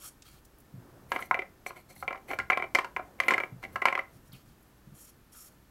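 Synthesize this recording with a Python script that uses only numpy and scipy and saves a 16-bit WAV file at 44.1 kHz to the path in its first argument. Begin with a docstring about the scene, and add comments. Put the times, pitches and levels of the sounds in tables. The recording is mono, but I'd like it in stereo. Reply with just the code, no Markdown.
"""Wooden block on a workbench

A wooden block is rocked and slid by hand in a small quiet room: knocks, bounces and scrapes ring its modes.
A finger strokes the ribbed top of a wooden disc (gritty noise), fingernails tick, a brush falls in pitch,
and arms bump the bench softly (low modes). Rumble and rustle of handling, narrow-noise hum and steady hiss
lie below; decaying noise gives the room."""
import sys
import numpy as np
from scipy import signal
from scipy.fft import rfft, irfft, next_fast_len
from scipy.io import wavfile

SR = 44100
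rng = np.random.default_rng(int(sys.argv[2]) if len(sys.argv) > 2 else 0)


def dump(signal):
    """Clip the signal to [-1, 1] and save it as 16-bit WAV at the path in sys.argv[1]."""
    limited = np.clip(np.atleast_2d(signal).T, -1, 1)
    pcm = np.round(limited * 32767).astype(np.int16)
    wavfile.write(sys.argv[1], SR, pcm)


N = 251370

# block sliding on bench: (start [s], length [s], loudest moment [0-1 of length],
# bright hiss [dB], dull hiss [dB], wood grains [dB])
SLIDES = [(1.092, 0.068, 0.9, -56, -63, -43.5), (1.168, 0.05, 0.37, -65, -70, -55),
          (1.205, 0.065, 0.13, -55, -58, -49), (1.666, 0.031, 0.03, -50, -47.5, -58),
          (1.697, 0.025, 0.07, -70, -70, -48.5), (1.761, 0.055, 0.01, -61, -60, -52.5),
          (1.892, 0.043, 0.36, -59.5, -57.5, -59), (1.953, 0.093, 0.6, -58.5, -61, -71),
          (2.281, 0.068, 0.36, -55.5, -60, -44.5), (3.187, 0.013, .3, -76.5, -79, -56),
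          (3.233, 0.1, 0.3, -59.5, -74.5, -46.5), (3.294, 0.083, 0.1, -64.5, -66, -37.5),
          (3.628, .03, 0, -57.5, -61, -53), (3.725, 0.063, 0, -64.5, -71.5, -65.5),
          (3.88, 0.031, 0.8, -69.5, -69.5, -59)]


def from_db(db):
    """Decibels to gain."""
    return 10 ** (np.asarray(db) / 20)


def rms_one(x):
    """Scale to rms 1."""
    return x / np.sqrt(np.mean(x ** 2) + 1e-20)


def drift(rate_hz):
    """Random steps of spread 1 joined by straight lines; holds the last value after 2000 steps."""
    steps = rng.standard_normal(2000)
    return np.interp(np.arange(N) / SR * rate_hz, np.arange(2000), steps)


def coloured(spectrum):
    """Noise with a spectrum given as (frequency [Hz], density [dB per Hz]); rms 1."""
    size = next_fast_len(N)
    hz = np.maximum(np.arange(size // 2 + 1) * SR / size, 1)
    point_hz, point_db = np.transpose(spectrum)
    gain = from_db(np.interp(np.log(hz), np.log(point_hz), point_db))
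    return rms_one(irfft(rfft(rng.standard_normal(size)) * gain, size)[:N])


def band(x, low_hz, high_hz):
    """Band-pass with steep edges."""
    return signal.sosfilt(signal.butter(3, [low_hz, high_hz], "band", fs=SR, output="sos"), x)


def ring(force, hz, t60_s):
    """Two-pole resonance: a unit click sets a decaying sine of height 1 ringing."""
    radius = from_db(-60 / (t60_s * SR))
    w = 2 * np.pi * hz / SR
    return signal.lfilter([0, np.sin(w)], [1, -2 * radius * np.cos(w), radius ** 2], force + 1e-18)


def narrow_noise(hz, width_hz):
    """Noise ringing in one resonance; rms 1."""
    return rms_one(ring(rng.standard_normal(N), hz, np.log(1000) / (np.pi * width_hz)))


def swells(rows, column, loss_db):
    """Gain of rubbing contacts: each swells to its loudest moment, sinks after it and fades at its ends.

    loss_db: loss over one length (before, after) the loudest moment."""
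    edge_s = 0.012
    t, gain = np.arange(N) / SR, np.zeros(N)
    for row in rows:
        start_s, length_s, loudest = row[:3]
        fade = np.clip(np.minimum(t - start_s, start_s + length_s - t) / edge_s + 0.66, 0, 1)
        on = fade > 0
        late = (t[on] - start_s) / length_s - loudest
        slope_db = np.where(late < 0, loss_db[0], -loss_db[1])
        gain[on] += fade[on] * from_db(row[column] + slope_db * late)
    return gain


def friction(gain, spectrum, rings, rough_db):
    """Gritty hiss of a sliding contact; the rubbed surface rings come and go."""
    grit = from_db(rough_db * drift(150) + 2.0 * drift(980))
    ringing = sum(from_db(level_db + 4.1 * drift(23)) * narrow_noise(hz, width_hz)
                  for hz, width_hz, level_db in rings)
    return gain * rms_one((coloured(spectrum) + ringing) * grit)


def burst(start_s, level_db, hz, edge_ratio, rise_s):
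    """A short puff of noise around one pitch: linear rise, exponential fall."""
    out = np.zeros(N)
    t = np.arange(round(6 * rise_s * SR)) / SR / rise_s
    sos = signal.butter(2, [hz / edge_ratio, hz * edge_ratio], "band", fs=SR, output="sos")
    settled = signal.sosfilt(sos, rng.standard_normal(len(t) + 2000))[2000:]
    first = round(start_s * SR)
    out[first:first + len(t)] = from_db(level_db) * rms_one(settled) * t * np.exp(1 - t)
    return out


def background():
    """Steady hiss, partly unlike in the two channels, and faint wavering hum lines of narrow noise."""
    # both channels alike: (frequency [Hz], density [dB per Hz])
    mid_spectrum = [(12, -26.5), (20, 1), (63, -3.5), (88, -5), (123, -13.5), (154, -14), (198, -5.5),
                    (328, -9.5), (513, -19.5), (1330, -17.5), (1910, -22), (4000, -27.5), (9000, -30.5),
                    (15800, -29.5)]
    # what differs left to right: (frequency [Hz], density [dB per Hz])
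    side_spectrum = [(18, -72.5), (30, -38), (81, -8.5), (295, -3.5), (760, -7), (844, -8.5), (1160, -9.5),
                     (3310, -20.5), (11400, -35.5), (16000, -38)]
    # hum lines: (frequency [Hz], width [Hz], rms level [dB])
    hum_lines = [(56, 1.5, -69), (130, 11.3, -72), (1315, 28, -89), (1784, 32, -80.5), (11660, 90, -78.5)]
    mid_db, side_db = -62, -64
    mid = from_db(mid_db) * coloured(mid_spectrum)
    side = from_db(side_db) * coloured(side_spectrum)
    hum = sum(from_db(level_db) * narrow_noise(hz, width_hz) for hz, width_hz, level_db in hum_lines)
    return mid + hum + side * [[1], [-1]]


def handling():
    """Lumpy rumble and rustle carried through the bench: two noises that follow the vigour of handling."""
    # vigour, as rustle: (time [s], level [dB])
    vigour = [(0, -67), (.6, -68), (.87, -60), (1.29, -62.5), (2.0, -66), (2.3, -60), (3.02, -60.5),
              (3.171, -62), (3.45, -56.5), (3.8, -61.5), (4.15, -63.5), (4.44, -68.5), (5.7, -70.5)]
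    rumble_db = -63  # at mean vigour, before the lumps
    rumble_follows = 0.67  # share of the rustle's swing
    vigour_db = np.interp(np.arange(N) / SR, *np.transpose(vigour))
    rumble = coloured([(30, -21.0), (60, -2), (130, 1.2), (250, -8.5), (400, -42.5)])
    rumble *= from_db(4.0 * drift(12))
    rustle = coloured([(150, -17), (280, -0.18), (700, -7.5), (1500, -15), (2600, -33)])
    rustle *= from_db(2.6 * drift(8.5))
    rumble_gain = from_db(rumble_db + rumble_follows * (vigour_db - vigour_db.mean()))
    return rumble_gain * rumble + from_db(vigour_db) * rustle


def room(x):
    """A tail of dense echoes that dies faster in the treble, mostly shared by both channels."""
    # decay by band: (from [Hz], to [Hz], t60 [s], relative level [dB])
    decays = [(180, 740, 0.28, -22.5), (696, 1860, 0.23, -22), (1510, 5740, 0.21, -26),
              (3194, 14000, 0.189, -22)]
    t = np.arange(SR // 2) / SR
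    build = 1 - np.exp(-t / 0.00414)  # echoes thicken after the direct sound
    tail = sum(from_db(level_db - 60 * t / t60_s) * build * band(rng.standard_normal((2, len(t))), low_hz, high_hz)
               for low_hz, high_hz, t60_s, level_db in decays)
    mid, side = signal.fftconvolve(x[None], from_db(-15.0) * tail, axes=1)[:, :N]
    return mid + from_db(-9.5) * side * [[1], [-1]]


def bump(start_s, level_db, hz):
    """A soft push swells over a few ms and sets the bench top's low modes ringing."""
    # bench top: (multiple of the lowest mode, level [dB], t60 [s])
    bench_modes = [(1, 1, .12), (1.45, -7, 0.089), (2.1, -1, 0.14), (3.1, 2, 0.091)]
    rise_s = 0.004
    t = np.arange(2000) / SR
    envelope = t / rise_s * np.exp(1 - t / rise_s)
    push = np.zeros(N)
    first = round(start_s * SR)
    push[first:first + len(t)] = from_db(level_db - 43.5) * np.sin(2 * np.pi * 1.28 * hz * t) * envelope
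    ringing = sum(from_db(mode_db) * ring(push, multiple * hz, t60_s)
                  for multiple, mode_db, t60_s in bench_modes)
    return band(ringing, 70, 900)


def arm_bumps():
    """Arms bump the bench: each push rings its low modes."""
    # (time [s], relative level [dB], lowest mode [Hz])
    bumps = [(0.737, -35, 132), (0.775, -39, 118.5), (3.52, -35, 125.5), (3.56, -42, 127.5),
             (4.288, -49, 112), (4.329, -41, 130), (4.87, -42.5, 145.5), (4.919, -43, 147)]
    return sum(bump(*row) for row in bumps)


def brush():
    """A brush in three noise puffs, each lower in pitch and longer."""
    start_s, step_s, rise_s = 4.319, 0.01, 0.003
    first_hz, fall_ratio, level_db = 4200, 0.79, -57.5
    return sum(burst(start_s + k * step_s, level_db, first_hz * fall_ratio ** k, 1.12, rise_s * (1 + k))
               for k in range(3))


def nail_ticks():
    """Fingernail ticks: short puffs of band noise."""
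    # (time [s], relative level [dB], centre [Hz], band edge ratio)
    ticks = [(.2205, -36.5, 4530, 1.8), (.449, -42, 9000, 1.7), (.583, -45, 12800, 1.26),
             (.601, -44, 10730, 1.6), (4.327, -40, 12500, 1.26), (4.6245, -49, 11500, 1.44)]
    return sum(burst(start_s, level_db - 14.5, hz, edge_ratio, rise_s=0.0031)
               for start_s, level_db, hz, edge_ratio in ticks)


def strokes():
    """Finger and sleeve strokes: dull and bright friction noise with surface rings."""
    # (start [s], length [s], loudest moment [0-1 of length], bright hiss [dB], dull hiss [dB])
    rows = [(0, 0.093, 0.5, -47.5, -53.5), (0.254, 0.14, 0, -68.5, -59.5), (4.12, 0.063, 0.4, -69.5, -69),
            (4.22, 0.07, 0.76, -67.5, -80), (4.325, .095, 0, -74, -58.5), (4.458, 0.075, 0.2, -73.5, -66),
            (4.945, 0.16, 0.41, -54.5, -62.5), (5.323, .165, 0.33, -51.5, -60.5),
            (5.49, 0.062, 0.56, -72, -72.5)]
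    # rubbed surface: (frequency [Hz], width [Hz], level [dB])
    rings = [(1339.9, 180, -8.5), (3240, 67, -11.5), (4380, 150, -12), (5550, 160, -10), (7330, 330, -36),
             (7960, 360, -32), (9100, 110, -10), (10700, 740, -8), (12750, 400, -9.5)]
    # skin noise: (frequency [Hz], density [dB per Hz])
    dull_spectrum = [(800, -21), (1300, -23), (2300, 0.5), (3300, -3.5), (5000, -2.5), (6500, -5.5)]
    bright_spectrum = [(4000, -28), (5300, -9.5), (7000, 2.5), (9000, -3), (11500, 2.5), (14500, -5.5),
                       (16000, -28)]
    loss_db = (20.5, 7)
    dull = friction(swells(rows, 4, loss_db), dull_spectrum, rings[:3], rough_db=2.5)
    bright = friction(swells(rows, 3, loss_db), bright_spectrum, rings[3:], rough_db=2.0)
    return dull + bright


def slide_hiss():
    """Hiss of the sliding block: dull and bright friction noise with surface rings."""
    # rubbed surface: (frequency [Hz], width [Hz], level [dB])
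    rings = [(4250, 230, 0), (6000, 300, -3), (7870, 340, -2.5), (9900, 350, -8), (12218, 500, -8)]
    # sliding noise: (frequency [Hz], density [dB per Hz])
    dull_spectrum = [(2500, -23.5), (3500, -28), (4300, -9), (7800, 2), (9000, 0), (12000, -13)]
    bright_spectrum = [(6000, -25.5), (9500, -11.5), (11800, -2), (14000, -10.5), (16000, -12.5)]
    loss_db = (10, 10.5)
    dull = friction(swells(SLIDES, 4, loss_db), dull_spectrum, rings[:3], rough_db=1.5)
    bright = friction(swells(SLIDES, 3, loss_db), bright_spectrum, rings[3:], rough_db=3.5)
    return dull + bright


def crack(at, strength, spectrum, decays):
    """Above the clear modes the many small ones blur into noise with a short and a longer decay."""
    blows = np.zeros(N)
    np.add.at(blows, at, strength)
    dying = sum(from_db(level_db) * signal.lfilter([1], [1, -from_db(-60 / (t60_s * SR))], blows)
                for t60_s, level_db in decays)
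    return dying * coloured(spectrum)


def block():
    """Each knock is a first contact and a few ms of chatter; sliding feeds dense grains to the same modes."""
    # block on bench: (time [s], relative level [dB], middle modes [dB], hardness: crack against level [dB])
    knocks = [(1.1186, -17.5, 2, -16.5), (1.1617, -23, 2.5, -20.5), (1.1903, -39.5, 12.5, -9),
              (1.2241, -27, -29, -17), (1.311, -16, 1, -27.5), (1.3441, -17.5, -6, -29),
              (1.3713, -39, 9.5, -28.5), (1.3912, -18.5, -12, -32), (1.4199, -29.5, -4.5, -31.5),
              (1.6632, -22, -11.5, -30), (1.7064, -39, 4.5, -23), (1.963, -43, -23, -15),
              (2.0261, -31, 5.5, -23.5), (2.079, -18, -8, -29.5), (2.107, -31, 8, -25),
              (2.1276, -28.5, -3.5, -24), (2.1464, -40, 10, -24), (2.157, -34, -12, -27.5),
              (2.175, -41.5, -10, -23), (2.3047, -27, -6.5, -31.5), (2.3125, -25.5, 4, -21),
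              (2.3336, -19.5, -10.5, -35.5), (2.3881, -26, 9.5, -9.5), (2.3996, -19, -24, -33),
              (2.5006, -12, 2.5, -21.5), (2.5194, -13.5, -9, -45), (2.5312, -17.5, -8.5, -34),
              (2.5738, -18, -1, -24.5), (2.598, -24, -8.5, -37), (2.6231, -24, -1, -26),
              (2.6395, -24, -8.5, -34), (2.7489, -6.5, -15, -15.5), (2.7525, -12, -4, -38.5),
              (2.7867, -9, -6.5, -24), (2.8456, -28.5, 5.5, -13.5), (2.9643, -20, -0.5, -24),
              (2.9949, -37, 8.5, -33), (3.2015, -12, -4, -18), (3.2355, -25.5, -23, -23),
              (3.2827, -5.5, -12, -20), (3.3076, -12, -2, -17), (3.3216, -25, 10.5, -20),
              (3.3374, -10, -18, -27), (3.3413, -13, -9, -36), (3.3797, -16.5, 0, -24),
              (3.4017, -16, -8, -29), (3.4353, -21.5, -5.5, -28.5), (3.6289, -37, 0, -18),
              (3.6381, -29, -9.5, -16.5), (3.6504, -31, -17, -31), (3.7579, -24, 4, -15.5),
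              (3.8174, -22, -16, -28.5), (3.8205, -18, -2.5, -28), (3.8547, -9.5, -0.5, -18.5),
              (3.8714, -15, -12.5, -46.5), (3.8846, -12, -11, -31.5), (3.9259, -20, -0.5, -24.5),
              (3.9523, -14, -14, -31), (3.9767, -26.5, 5.5, -20.5), (3.9904, -16.5, -10.5, -32.5),
              (4.0094, -37.5, -15, -24)]
    # block modes: (frequency [Hz], level [dB], t60 [s])
    low_modes = [(305.23, -15, .06), (402, -0.5, 0.057), (546.3, -4.5, 0.11), (661.8, 0, 0.063),
                 (725, 1, 0.059), (776.7, -2.5, 0.1)]
    middle_modes = [(1070, -20, 0.033), (1053.4, 2, 0.032), (1394, -10, 0.052), (1327, 0.5, 0.02),
                    (1642, -6, 0.037)]
    high_modes = [(1880, -14, 0.032), (2056, 0.5, 0.029), (2154, -4.5, 0.0227), (2124, 0, 0.0211),
                  (2324, -3, 0.033), (2680, -19, 0.032), (2906, -13, 0.02), (3098, -23, 0.04)]
    # noise of hard contact: (frequency [Hz], density [dB per Hz])
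    crack_spectrum = [(2500, -7.5), (3400, -5.5), (4200, -0.7), (5600, -4), (7500, -8), (9000, -9),
                      (11000, -27.5)]
    snap_spectrum = [(7000, -26.5), (9000, -17), (10500, 5.5), (12200, 8), (14000, -0.5), (16000, -21)]
    chatter_s = 0.003  # scale of the contact spacing

    knock_s, level_db, middle_db, hard_db = np.transpose(knocks)
    louder_db = level_db - level_db.mean()
    harder_db = hard_db - hard_db.mean()
    # low modes: stronger in soft, flat, gentle landings
    low_db = -9 - 0.46 * louder_db + 0.4 * middle_db - 0.3 * harder_db
    # snap: follows hardness; a landing after a pause snaps more than a quick bounce
    fresh_db = 6 * np.tanh(np.diff(knock_s, prepend=0) / 0.065)
    snap_db = -41.5 - 0.05 * louder_db + 0.44 * harder_db + fresh_db

    count = np.arange(8)
    gaps = rng.uniform(.1, .6, (len(knock_s), 8)) * (count > 0)
    at = ((knock_s[:, None] + chatter_s * np.cumsum(gaps, axis=1)) * SR).astype(int)
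    contacts = from_db(-2.0 * count - 4.1 * (count > 0))  # the first contact is the hardest
    grains = rng.standard_normal(N) * swells(SLIDES, 5, loss_db=(25.5, 21.5))
    grains *= from_db(1.6 * drift(170))

    # (modes, level in knocks [dB], level in slides [dB])
    groups = [(low_modes, low_db, -26), (middle_modes, middle_db + 0.5, -24),
              (high_modes[:5], 0, -23.1),
              (high_modes[5:], 0.5 * harder_db, -23.1)]  # the three highest follow hardness
    out = np.zeros(N)
    for modes, group_db, slide_db in groups:
        for hz, mode_db, t60_s in modes:
            force = grains * from_db(slide_db)
            # the contact point shifts
            spot = from_db(rng.normal(0, 2.5, at.shape)) * rng.choice([-1, 1], at.shape)
            # and each knock lands on another spot
            spot *= from_db(rng.normal(0, 2.0, (len(knock_s), 1)))
            np.add.at(force, at, from_db(level_db + group_db - 9)[:, None] * contacts * spot)
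            out += from_db(mode_db) * ring(force, hz, t60_s)
    out = band(out, 232, 3840)

    crack_strength = from_db(level_db + hard_db - 7.5)[:, None] * contacts ** 2.08
    snap_strength = from_db(level_db + snap_db)[:, None] * contacts ** 1.8
    # decays: (t60 [s], level [dB])
    out += crack(at, crack_strength, crack_spectrum, [(.018, 1.7), (.09, -20.5)])
    out += crack(at, snap_strength, snap_spectrum, [(.012, 0), (.06, -18)])
    return out


def scene():
    """Everything on the bench, slightly stronger at left, plus the room, handling and background."""
    near = arm_bumps() + brush() + nail_ticks() + strokes() + slide_hiss() + block()
    direct = near * from_db([[.15], [-.15]])
    return direct + room(near) + handling() + background()


def record(dry):
    """A steep low-pass cuts the top."""
    cutoff_hz = 15800
    return signal.sosfilt(signal.ellip(10, .5, 65, cutoff_hz, fs=SR, output="sos"), dry)


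dry = scene()
out = record(dry)
dump(out)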